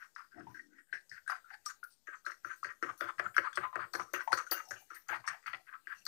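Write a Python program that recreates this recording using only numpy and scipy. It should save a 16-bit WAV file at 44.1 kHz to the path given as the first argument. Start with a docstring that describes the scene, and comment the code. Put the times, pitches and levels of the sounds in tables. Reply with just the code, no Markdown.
"""A soft scrape and a tap over faint noise, then a fork beats eggs in a paper bowl on a kitchen counter.
Taps and gritty drags ring the modes of the bowl wall; egg slaps and spits as bursts of banded crackle.
The bowl thumps, and slides once early on, by rubbing its base; the counter top adds low thuds.
A close phone picks it up with short room echoes, on the left channel only."""
import sys
import numpy as np
from scipy import signal
from scipy.fft import rfft, irfft, next_fast_len
from scipy.io import wavfile
from scipy.ndimage import uniform_filter1d

SR = 44100
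rng = np.random.default_rng(int(sys.argv[2]) if len(sys.argv) > 2 else 0)


def wav_out(sig):
    """Save sig, one row per channel (or a flat mono array), as 16-bit PCM at SR to the path in sys.argv[1]."""
    wavfile.write(sys.argv[1], SR, np.round(np.clip(np.atleast_2d(sig).T, -1, 1) * 32767).astype(np.int16))


N = 267687

# Taps and faint onsets just ahead of some of them, each with a scrape. Each row: time in seconds,
# peak level in dB, pitch of the spot struck in Hz, pitch spread as a share, scrape level in dB,
# scrape fall in seconds.
TAP_ROWS = [(0.162, -36, 1417, 0.24, -52, 0.061), (.469, -47.5, 920, 0.057, -62.5, 0.025),
            (0.544, -57, 1614, 0.12, -54, 0.063), (0.568, -53, 1550, 0.088, -69, .015),
            (.594, -41.5, 1826, 0.071, -63.5, 0.022), (0.871, -72, 1630, 0.035, -78, 0.085),
            (0.927, -37, 1667, 0.094, -38, 0.019), (1.115, -39.5, 1730, 0.082, -56, 0.031),
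            (1.263, -54, 1540, 0.066, -63, 0.015), (1.277, -33, 1490, 0.064, -41.5, 0.056),
            (1.298, -24.5, 1260, 0.48, -47, 0.053), (1.321, -28, 1236, 0.65, -71, 0.02),
            (1.444, -54, 1414, 0.073, -63.5, 0.049), (1.512, -56, 850, 0.085, -60.5, 0.043),
            (1.662, -39, 1220, 0.047, -43, 0.0069), (1.829, -60, 1432, 0.05, -46, 0.025),
            (2.071, -49.5, 1564, 0.15, -46.5, 0.032), (2.247, -57, 1380, 0.099, -58.5, 0.04),
            (2.264, -30, 1485, 0.15, -42.5, 0.04), (2.318, -40.5, 1860, 0.23, -59, 0.014),
            (2.447, -31.5, 1410, 0.16, -50, 0.032), (2.63, -35.5, 1210, 0.097, -42.5, 0.0075),
            (2.646, -28, 1560, 0.33, -49.5, 0.055), (2.826, -28, 1410, 0.29, -43.5, 0.062),
            (2.837, -32, 1360, 0.56, -67, 0.012), (2.988, -69, 1370, 0.092, -54.5, 0.064),
            (3.009, -27, 1500, 0.33, -41.5, 0.044), (3.183, -40.5, 1500, 0.6, -46, 0.013),
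            (3.196, -23, 1580, 0.4, -33, 0.0085), (3.344, -48, 1710, 0.36, -55.5, 0.022),
            (3.366, -19.5, 1430, 0.14, -34.5, 0.014), (3.381, -13.5, 1580, 0.4, -39, 0.012),
            (3.529, -42.5, 1470, 0.23, -61, 0.037), (3.573, -28, 1475, 0.37, -32, 0.012),
            (3.729, -41, 1076, 0.14, -47, 0.016), (3.757, -25, 1460, 0.35, -41.5, 0.012),
            (3.938, -36.5, 1170, 0.48, -43, 0.011), (3.951, -53, 1390, 0.28, -33.5, 0.0066),
            (3.997, -26, 1160, 0.42, -48, 0.01), (4.139, -24.5, 1540, 0.62, -37, 0.022),
            (4.276, -28, 905, 0.12, -44.5, 0.049), (4.32, -33, 1340, 0.62, -36.5, 0.019),
            (4.329, -15.5, 1360, 0.25, -37, 0.019), (4.375, -29, 1330, 0.43, -37.5, 0.036),
            (4.466, -43.5, 1450, 0.053, -49, 0.011), (4.52, -25, 1200, 0.8, -40.5, 0.0098),
            (4.709, -35.5, 1580, 0.17, -45, 0.051), (4.902, -61.5, 1400, 0.24, -51.5, 0.059),
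            (5.088, -43, 1340, 0.63, -41.5, 0.058), (5.095, -34.5, 1430, 0.17, -65, 0.011),
            (5.127, -37, 884, 0.16, -50, 0.038), (5.241, -48.5, 1100, 0.19, -55.5, 0.072),
            (5.277, -26, 1410, 0.51, -42, 0.06), (5.428, -59, 1830, 0.39, -66, 0.028),
            (5.461, -41, 1550, 0.72, -43, 0.043), (5.478, -35, 1550, 0.33, -64, 0.0081),
            (5.499, -41, 1500, 0.35, -67, 0.01), (5.532, -40, 1410, 0.81, -40.5, 0.019),
            (5.536, -55, 776, 0.034, -64.5, 0.046), (5.667, -64, 1640, 0.49, -59.5, 0.022),
            (5.727, -44, 1520, 0.17, -58, 0.026), (5.871, -36, 1657, 0.16, -48, 0.07),
            (6.065, -44.5, 1460, 0.032, -39.5, 0.014)]
# Modes of the bowl wall. Each row: frequency in Hz, width in Hz, level in dB.
WALL_MODES = [(650, 122, 15), (751, 27, 6), (835, 55, 4.5), (916, 38, -7), (1037, 20, 6.5), (1190, 67, -2),
              (1257, 160, 3), (1333, 34, -1), (1372, 144, 1.5), (1561, 110, 3), (1602, 150, 1),
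              (1880, 170, -4.5), (1861, 101, 5), (2320, 17, -4.5), (2760, 8.7, -5.5)]
# Modes of the fork tines. Each row: frequency in Hz, width in Hz, level in dB.
TINE_MODES = [(4600, 680, -1), (6340, 790, -2.5), (6340, 34, -4.5), (8210, 400, -2.5)]
FIRM_SPREAD = 0.28  # pitch spread of a firm contact, as a share
PATCH_DB = 3  # how much bands of fizz and spray trade strength between contacts


def undb(db):
    """dB to gain."""
    return 10 ** (np.asarray(db) / 20)


def band(x, hz, width_hz):
    """Resonance with gain 1 at its centre."""
    return signal.lfilter(*signal.iirpeak(min(hz, .45 * SR), hz / width_hz, fs=SR), x)


def ring(x, modes):
    """Sum of resonances, neighbours in opposite phase."""
    return sum((-1) ** k * undb(db) * band(x, hz, width) for k, (hz, width, db) in enumerate(modes))


def unit(x):
    """Scale to rms 1."""
    return x / np.sqrt(np.mean(x ** 2))


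def steep_band(x, hz, width_hz):
    """The same resonance twice in series, at rms 1."""
    return unit(band(band(x, hz, width_hz), hz, width_hz))


def varied(modes, chance, shift, trade_db, max_width_hz=np.inf):
    """Modes whose pitches shift (as a share) and whose levels trade strength at random."""
    return [(hz * (1 + shift * r), min(width, max_width_hz), db + trade_db * q)
            for (hz, width, db), r, q in zip(modes, chance, chance[::-1])]


def grit(rough_db):
    """Dense slips of rms 1 whose sizes have a long but bounded tail."""
    sizes = undb(rough_db * np.minimum(rng.exponential(size=N), 5.0))
    return unit(rng.standard_normal(N) * sizes)


def clumps(rate_hz, depth_db):
    """Gain of rms 1 that wanders to a new value rate_hz times a second."""
    step = int(SR / rate_hz)
    levels = np.repeat(rng.standard_normal(N // step + 1), step)
    return unit(undb(depth_db * uniform_filter1d(levels, step)[:N]))


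def fade(length, t60_s, rise_s):
    """Quick rise, then a fall of 60 dB in t60_s."""
    t = np.arange(length) / SR
    return (1 - np.exp(-t / rise_s)) * 10 ** (-3 * t / max(t60_s, .01))


def add(out, s, piece):
    """Mix a piece in at time s."""
    i = int(s * SR)
    out[i:i + len(piece)] += piece[:len(out) - i]


def window(x, s, length):
    """The stretch of a noise that starts at time s, wrapping at the end."""
    return np.take(x, int(s * SR) + np.arange(length), mode="wrap")


def kitchen(level_db=-76.5, waver_db=3.5):
    """Faint noise, swelling and dipping, whose third-octave bands each waver slowly."""
    # Background spectrum. Each row: frequency in Hz, relative level in dB per Hz.
    spectrum = [(12, -15.5), (20, -1), (33, -12), (55, -24), (204, -23), (923, -26), (1000, -31.5),
                (3630, -29.5), (5230, -28.5), (8650, -26), (9400, -33), (13500, -25), (15400, -31.5)]
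    # Background swells and dips. Each row: time in seconds, gain in dB.
    swell_rows = [(0, 1), (.55, -6), (.86, -6.5), (1.0, -1), (1.598, 0.3), (2.05, -3.5), (2.6, -0.5),
                  (3.5, 1), (4.1, 1), (4.8, 1), (5.2, -1), (5.6, -1), (6.07, 1.5)]
    hz, db = np.transpose(spectrum)
    size = next_fast_len(N)
    octaves = np.log2(np.fft.rfftfreq(size, 1 / SR) + 1)
    noise = rfft(rng.standard_normal(size)) * undb(np.interp(octaves, np.log2(hz), db))
    out, step = np.zeros(N), SR // 12
    place, knots = np.arange(N) / step, N // step + 2
    for octave in np.arange(9, 44) / 3:
        share = np.clip(1 - 3 * np.abs(octaves - octave), 0, 1)
        walk = np.interp(place, np.arange(knots), undb(waver_db * rng.standard_normal(knots)))
        out += irfft(noise * share, size)[:N] * walk
    swell_db = np.interp(np.arange(N) / SR, *np.transpose(swell_rows))
    return undb(level_db + swell_db) * unit(out)


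def room(x, level_db=-13, t60_s=0.18, treble_t60_s=0.19):
    """Diffuse echoes of the kitchen walls: decaying noise with its own rise and fall below and above 3 kHz."""
    length = SR // 2
    noise = rng.standard_normal(length)
    low = signal.sosfilt(signal.butter(2, 3000, fs=SR, output="sos"), noise)
    echo = low * fade(length, t60_s, 0.0051) + (noise - low) * fade(length, treble_t60_s, 0.0066)
    return undb(level_db) * signal.fftconvolve(x, echo / np.linalg.norm(echo))[:N]


def bump(t, s, width_s):
    """Gaussian swell around time s."""
    return np.exp(-((t - s) / width_s) ** 2)


def thumps(rub, t60_s=0.31, crest_db=5, blow_db=6, lag_s=0.004):
    """Each thump lands the base on the counter with a blow, then rubs it, ringing the base modes."""
    # Bowl pressed on the counter. Each row: time in seconds, nominal peak level in dB.
    presses = [(0.925, -62), (1.115, -74.5), (2.077, -60), (2.264, -57), (2.449, -57.5), (2.649, -56.5),
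               (2.823, -40.5), (3.009, -42), (3.19, -42), (3.377, -41.5), (3.571, -41.5), (3.754, -42.5),
               (3.944, -43.5), (3.991, -50.5), (4.131, -41), (4.324, -39.5), (4.509, -42.5), (4.707, -53),
               (4.909, -64), (5.099, -51.5), (5.278, -69.5), (5.531, -62.5), (5.869, -70.5)]
    # Modes of the bowl base. Each row: frequency in Hz, width in Hz, level in dB.
    base_modes = [(330, 36, 8.5), (369, 24.8, 8.5), (438.5, 55, -1), (565, 88, 6.5), (674, 120, -3.5)]
    hold_s, lift_s, tail_db = 0.047, 0.0098, -3  # the force drops by tail_db as the fork's weight lifts
    out, length = np.zeros(N), SR // 3
    blow = undb(blow_db) * np.hanning(SR // 1000)
    held = undb(tail_db * np.clip((np.arange(length) / SR - hold_s) / lift_s, 0, 1))
    push = fade(length, t60_s, 0.00038) * held
    small = signal.butter(3, 275, "high", fs=SR, output="sos")  # a small base radiates little bass
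    for (s, db), chance in zip(presses, rng.standard_normal((len(presses), len(base_modes)))):
        force = push * window(rub, s, length)
        force[:len(blow)] += blow
        # mode pitches and levels vary at random between thumps
        knock = signal.sosfilt(small, ring(force, varied(base_modes, chance, 0.03, 3.5)))
        knock = knock - (1 - held) * band(knock, 350, 140)  # lift weakens the lowest modes most
        add(out, s + lag_s, undb(db - crest_db) * knock * np.linalg.norm(push) / np.linalg.norm(knock))
    return out


def counter():
    """Thumps and the slide rub the base on the counter; the counter top gives with low thuds."""
    # Bowl sliding on the counter. Each row: time in seconds, level in dB.
    slide_rows = [(.32, -90), (0.359, -57), (0.388, -51.5), (.43, -62.5), (.48, -66), (.52, -71),
                  (.7, -70.5), (.8, -77.5), (0.841, -101)]
    # Modes of the sliding base. 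Each row: frequency in Hz, width in Hz, level in dB.
    sliding_modes = [(279, 56, -7.5), (329, 46, -8), (479, 16, -23)]
    # Counter top giving under the fork's weight. Each row: deepest time in seconds, level in dB.
    jolts = [(.94, -78), (1.126, -74.5), (2.458, -72.5), (2.658, -72), (2.85, -72), (2.9, -68.5),
             (3.04, -68), (3.2, -70), (3.269, -63), (3.39, -66.5), (3.59, -62.5), (3.64, -66), (3.775, -66),
             (3.829, -67.5), (3.96, -65.5), (4.016, -63.5), (4.16, -71), (4.341, -60.5), (4.727, -64),
             (5.12, -68.5), (5.2, -73), (5.308, -72), (5.491, -75), (5.559, -76.5)]
    # Modes of the counter top. Each row: frequency in Hz, width in Hz, level in dB.
    deep_modes = [(41.4, 32, -25), (97, 89, -10), (115.5, 26.4, 3.5), (162.3, 140, -8.5)]
    rub, t = grit(2.06), np.arange(N) / SR
    base = thumps(rub)
    slide = undb(np.interp(t, *np.transpose(slide_rows), left=-140, right=-140))
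    # the rim rings as the bowl starts to slide
    catch = undb(-59) * bump(t, 0.387, 0.024) * steep_band(rub, 685, 110)
    weight = sum(undb(db) * bump(t, s, 0.028) for s, db in jolts)
    weight = weight + undb(-61) * bump(t, 0.448, 0.076)  # one swell as the bowl settles
    deep = ring(weight * rub, deep_modes) / np.std(ring(rub, deep_modes))
    return base + deep + catch + ring(slide * rub, sliding_modes) / np.std(ring(rub, sliding_modes))


def splats(tines_db=-4, broad_db=-15, crest_db=8, trade_db=0.5, top_lasts=0.5):
    """Egg slaps as bursts of crackle, each brightest in its own band; tines and top octave join in."""
    # Egg slapping and spitting off the tines. Each row: time in seconds, nominal peak level in dB,
    # brightest band in Hz, level above 10 kHz in dB against the peak level.
    slaps = [(0.149, -52, 5130, -39), (.49, -60, 5000, 2), (0.546, -60, 5370, -20), (0.93, -53, 5270, -36),
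             (1.0935, -47.5, 5030, -33), (1.111, -53, 4560, -23), (1.277, -43, 9070, -32),
             (1.301, -35.5, 4800, -10), (1.659, -32, 5550, -13), (1.838, -51, 10500, 3),
             (1.904, -56.5, 8600, -25), (2.154, -51, 6150, -36), (2.252, -49, 4180, -4),
             (2.447, -53, 5740, -3), (2.559, -54, 8300, 2), (2.635, -50.5, 4620, -28),
             (2.827, -48, 5330, -18), (2.976, -49.5, 5840, 7), (3.007, -41, 3460, -40),
             (3.345, -45.5, 3200, -2), (3.365, -35, 5520, -19), (3.53, -40, 3460, -33),
             (3.555, -40.5, 8560, -9), (3.934, -35.5, 4370, -1.5), (4.134, -28.5, 6080, -6),
             (4.22, -56, 8900, 8), (4.319, -46, 9400, -4), (4.328, -36, 4390, -8), (4.372, -40, 6100, -26),
             (4.511, -30, 4600, 10.5), (4.652, -51.5, 5540, -28), (4.686, -48.5, 5470, 5),
             (4.707, -39.5, 5360, -22), (4.789, -52, 6200, 3), (4.945, -52, 8800, 10),
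             (5.084, -50, 6300, 5.5), (5.265, -35.5, 5470, -30), (5.273, -40.5, 8700, -21),
             (5.465, -43.5, 4500, -9), (5.532, -54.5, 4400, -24), (5.87, -57, 4600, -14),
             (5.9, -61, 8000, -1), (5.95, -53.5, 5700, -22), (6.053, -48, 4650, -9),
             (6.052, -41.5, 14600, -12), (6.064, -30, 4560, -16)]
    # Patches of fine fizz, each flickering alone. Each row: frequency in Hz, level in dB.
    top_rows = [(10900, -3), (12800, -2.5), (14700, -0.5)]
    # loud splats are short, soft ones fizz on: t60 at fizz_db, and the rise in dB that halves it
    fizz_db, fizz_t60_s, halving_db = -47, 0.21, 24.5
    fizz_rise = 0.034  # as a share of t60
    spray, length = grit(1.3) * clumps(40, 5.7), SR // 4
    patches = [undb(db) * clumps(35, 4.0) * steep_band(grit(2.5), hz, 2000) for hz, db in top_rows]
    broad = unit(band(spray, 6100, 15000))
    out, t = np.zeros(N), np.arange(length) / SR
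    for (s, db, hz, top_db), chance in zip(slaps, rng.standard_normal((len(slaps), len(TINE_MODES)))):
        t60_s = fizz_t60_s * 2 ** ((fizz_db - db) / halving_db)
        crackle = window(spray, s, length)
        own = steep_band(crackle, hz, 0.11 * hz)
        # tine pitches and levels vary at random between splats
        tines = unit(ring(crackle, varied(TINE_MODES, chance, 0.045, trade_db)))
        mix = own + undb(tines_db) * tines + undb(broad_db) * window(broad, s, length)
        # a snap on top of a slower wet fizz
        snap = fade(length, 0.018, 0.00099) * min(undb(db - fizz_db + 4.5), 1.5)
        fizz = .5 * fade(length, t60_s, fizz_rise * t60_s)
        top = unit(sum(undb(PATCH_DB * q) * window(patch, s, length) for patch, q in zip(patches, chance)))
        top_snap = snap * (1 - fade(length, 0.03, 1e-4))
        top_fizz = 0.48 * fade(length, 1.13 * t60_s, 2 * fizz_rise * t60_s)
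        top_fizz = top_fizz * np.exp(-(t / (top_lasts * t60_s)) ** 4)
        fine = undb(top_db) * top * (top_snap + top_fizz)
        add(out, s, undb(db - crest_db) * (mix * (snap + fizz) + fine))
    return out


def wall(force, hz, spread, chance, moved=0, waver=None, skirt_db=-18, upper_db=-18):
    """The wet wall rings most in modes near the spot touched; its higher modes always ring a little."""
    spread = max(spread, .04)
    tone, upper = 0, 0
    for k, (r, q, (f, w, d)) in enumerate(zip(chance, chance[::-1], WALL_MODES)):
        # each mode swells and dips at its own moments
        drive = force if waver is None else force * np.roll(waver, 700 * k)
        near = np.exp(-((np.log(f / hz) - moved) / spread) ** 2) + undb(skirt_db)
        gain, f = undb(d + 1.2 * q), f * (1 + 0.022 * r)
        tone = tone + gain * band(near * drive, f, w)
        if f > 1.35 * hz:
            upper = upper + gain * band(drive, f, w)
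    tone = band(tone, hz, 1.34 * spread * hz) + undb(upper_db) * min(spread / FIRM_SPREAD, 1) * upper
    return signal.sosfilt(signal.butter(3, [0.6 * hz, 3300], "band", fs=SR, output="sos"), tone)


def contacts():
    """Every scrape and drag as (s, dB, Hz, spread, rise s, fall s, silent until s from its peak)."""
    # Fork dragged through the egg over the bowl between taps. Each row: loudest time in seconds,
    # level in dB, pitch in Hz, rise plus fall in seconds.
    drag_rows = [(0.031, -52, 1487, 0.053), (0.333, -64, 1485, 0.019), (0.395, -55.5, 1480, 0.051),
                 (0.51, -60, 953, 0.037), (0.594, -60, 1600, 0.028), (0.737, -68, 1527, 0.029),
                 (0.787, -60, 1726, 0.041), (0.969, -50.5, 1820, 0.033), (1.168, -53.5, 1620, 0.042),
                 (1.505, -50, 1590, 0.014), (1.538, -50.5, 1660, 0.023), (1.7, -47.5, 1470, 0.03),
                 (2.142, -49, 1430, 0.039), (2.512, -44, 1476, 0.05), (2.705, -49, 1430, 0.033),
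                 (2.897, -43.5, 1193, 0.045), (3.089, -39, 1250, 0.029), (3.259, -39.5, 1340, 0.053),
                 (3.455, -37, 1345, 0.047), (3.636, -38, 1157, 0.053), (3.824, -40, 1210, 0.053),
                 (4.006, -43.5, 1076, 0.048), (4.105, -65.5, 1240, 0.18), (4.147, -47, 2460, 0.0082),
                 (4.209, -39.5, 1340, 0.033), (4.53, -50, 2800, 0.027), (4.575, -42, 1440, 0.057),
                 (4.669, -65.5, 800, 0.2), (4.77, -64.5, 2670, 0.075), (4.959, -54.5, 1690, 0.049),
                 (5.145, -41.5, 1440, 0.035), (5.15, -58.5, 2510, 0.014), (5.693, -58.5, 1560, 0.024),
                 (5.741, -50, 1335, 0.041), (5.921, -73, 2720, 0.18), (5.932, -46.5, 1400, 0.032)]
    peak_s, scrape_rise_s = 0.00053, 0.0034  # a scrape is loudest peak_s after its row's time
    rise_share = 0.49  # of a drag's length
    firm_db, spread_per_db = -42.5, .008  # a harder drag stirs more of the wall's modes
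    scrapes = [(s + peak_s, db, hz, spread, scrape_rise_s, fall, -peak_s)
               for s, _, hz, spread, db, fall in TAP_ROWS]
    return scrapes + [(s, db, hz, FIRM_SPREAD + spread_per_db * (db - firm_db), rise_share * long,
                       (1 - rise_share) * long, -np.inf) for s, db, hz, long in drag_rows]


def drags(rise_shape=1.0, fall_shape=1.94, spray_fall=1.27):
    """Gritty slips swell and die away in the wall; a fine spray swells with them and lasts longer."""
    # Egg spitting off the moving fork. Each row: time in seconds, level in dB against the scrape or drag,
    # brightest band in Hz.
    spray_rows = [(0, -23, 4900), (.6, -23, 5500), (1.2, -32.5, 3960), (1.55, -22, 4860),
                  (1.678, -5.5, 8730), (1.852, -53, 7640), (2.2, -21.5, 5800), (2.88, -30, 5700),
                  (3.08, -27.5, 3800), (3.26, -31, 5750), (3.45, -32, 4200), (3.8, -36, 4080),
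                  (3.97, -16.5, 6100), (4.2, -28, 4970), (4.55, -18.5, 5870), (4.952, -22, 5800),
                  (5.15, -29.5, 4660), (6.07, -37.5, 4840)]
    spray_width, spray_scatter = .16, .1  # shares of the band: width, scatter between contacts
    sag_per_s = 2.5  # the spot touched sinks in pitch as the fork moves down, log share per second
    out, length, lead = np.zeros(N), SR // 4, SR // 12
    slips, mist = grit(2.13) * clumps(150, 2.95), grit(2.0) * clumps(120, 3.34)
    tines = [undb(db) * band(mist, hz, width) for hz, width, db in TINE_MODES]
    tines = tines + [undb(-23.5) * band(mist, 9300, 7200)]
    t = (np.arange(length) - lead) / SR
    moved = -sag_per_s * np.clip(t, -.04, .06)
    waver = clumps(50, 7)  # random swelling and dipping of each drag
    rows, (when, spits_db, spits_hz) = contacts(), np.transpose(spray_rows)
    for row, chance in zip(rows, rng.standard_normal((len(rows), len(WALL_MODES)))):
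        s, db, hz, spread, rise, fall, start = row
        spray_db = np.interp(s, when, spits_db)
        spray_hz = np.interp(s, when, spits_hz) * np.exp(spray_scatter * chance[0])
        # rise and fall are the times to 8 dB below the peak
        late = np.abs(t) / np.where(t < 0, max(rise, .002), max(fall, .002))
        swell = undb(-8 * late ** np.where(t < 0, rise_shape, fall_shape)) * (t >= start)
        force = window(slips, s, length) * swell
        tone = wall(force, hz, spread, chance, moved, window(waver, s, length))
        tone = tone * np.linalg.norm(swell) / np.linalg.norm(tone)
        own = steep_band(window(mist, s, length), spray_hz, spray_width * spray_hz)
        spray = unit(sum(undb(PATCH_DB * q) * window(tine, s, length) for tine, q in zip(tines, chance[1:])))
        spray_swell = undb(spray_db - 8 * late / np.where(t < 0, 1, spray_fall))
        wash = (own + undb(-2.0) * spray) * spray_swell
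        skip = max(lead - int(s * SR), 0)
        add(out, max(s - lead / SR, 0), undb(db) * (tone + wash)[skip:])
    return out


def taps(rattle_db=-20, t60_s=0.031, tick_db=-22):
    """A short push and a brief rattle ring the wall; the tines tick sharply."""
    push_cycles = 0.32  # cycles that a blow lasts, divided by the spread of its pitch
    out, slips, length = np.zeros(N), grit(1.8), SR // 8
    chances = rng.standard_normal((len(TAP_ROWS), len(WALL_MODES)))
    for (s, db, hz, spread, _, _), chance in zip(TAP_ROWS, chances):
        force = undb(rattle_db) * window(slips, s, length) * fade(length, t60_s, 0.004)
        size = int(SR / hz * np.clip(push_cycles / max(spread, .04), 1.6, 3.5))
        # the egg cushions the blow
        cycles = np.cos(2 * np.pi * hz / SR * (np.arange(size) - size / 2))
        force[:size] += np.hanning(size) * cycles * 2 / np.sqrt(16 * size)
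        tone = wall(force, hz, spread, chance)
        add(out, s - size / 2 / SR, undb(db) * tone / np.max(np.abs(tone[:SR // 100])))
        struck = varied(TINE_MODES, chance, 0.065, 3.9, max_width_hz=350)
        tick = ring(signal.unit_impulse(SR // 40), struck)
        tick_gain = undb(db + tick_db) * min(spread / FIRM_SPREAD, 1)
        add(out, s, tick_gain * tick / np.max(np.abs(tick)))
    return out


def scene():
    """All sources, on the left channel only; source levels are those of the two-channel mean."""
    near = taps() + drags() + splats() + counter()
    return np.array([2 * (near + room(near) + kitchen()), np.zeros(N)])


def record(dry):
    """The phone thins the deepest bass, adds its converter's small standing offset and cuts the top."""
    thin = signal.sosfilt(signal.butter(2, 40, "high", fs=SR, output="sos"), dry) + [[-0.00013], [0]]
    return signal.sosfilt(signal.ellip(10, .2, 80, 15500, fs=SR, output="sos"), thin)


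dry = scene()
out = record(dry)
wav_out(out)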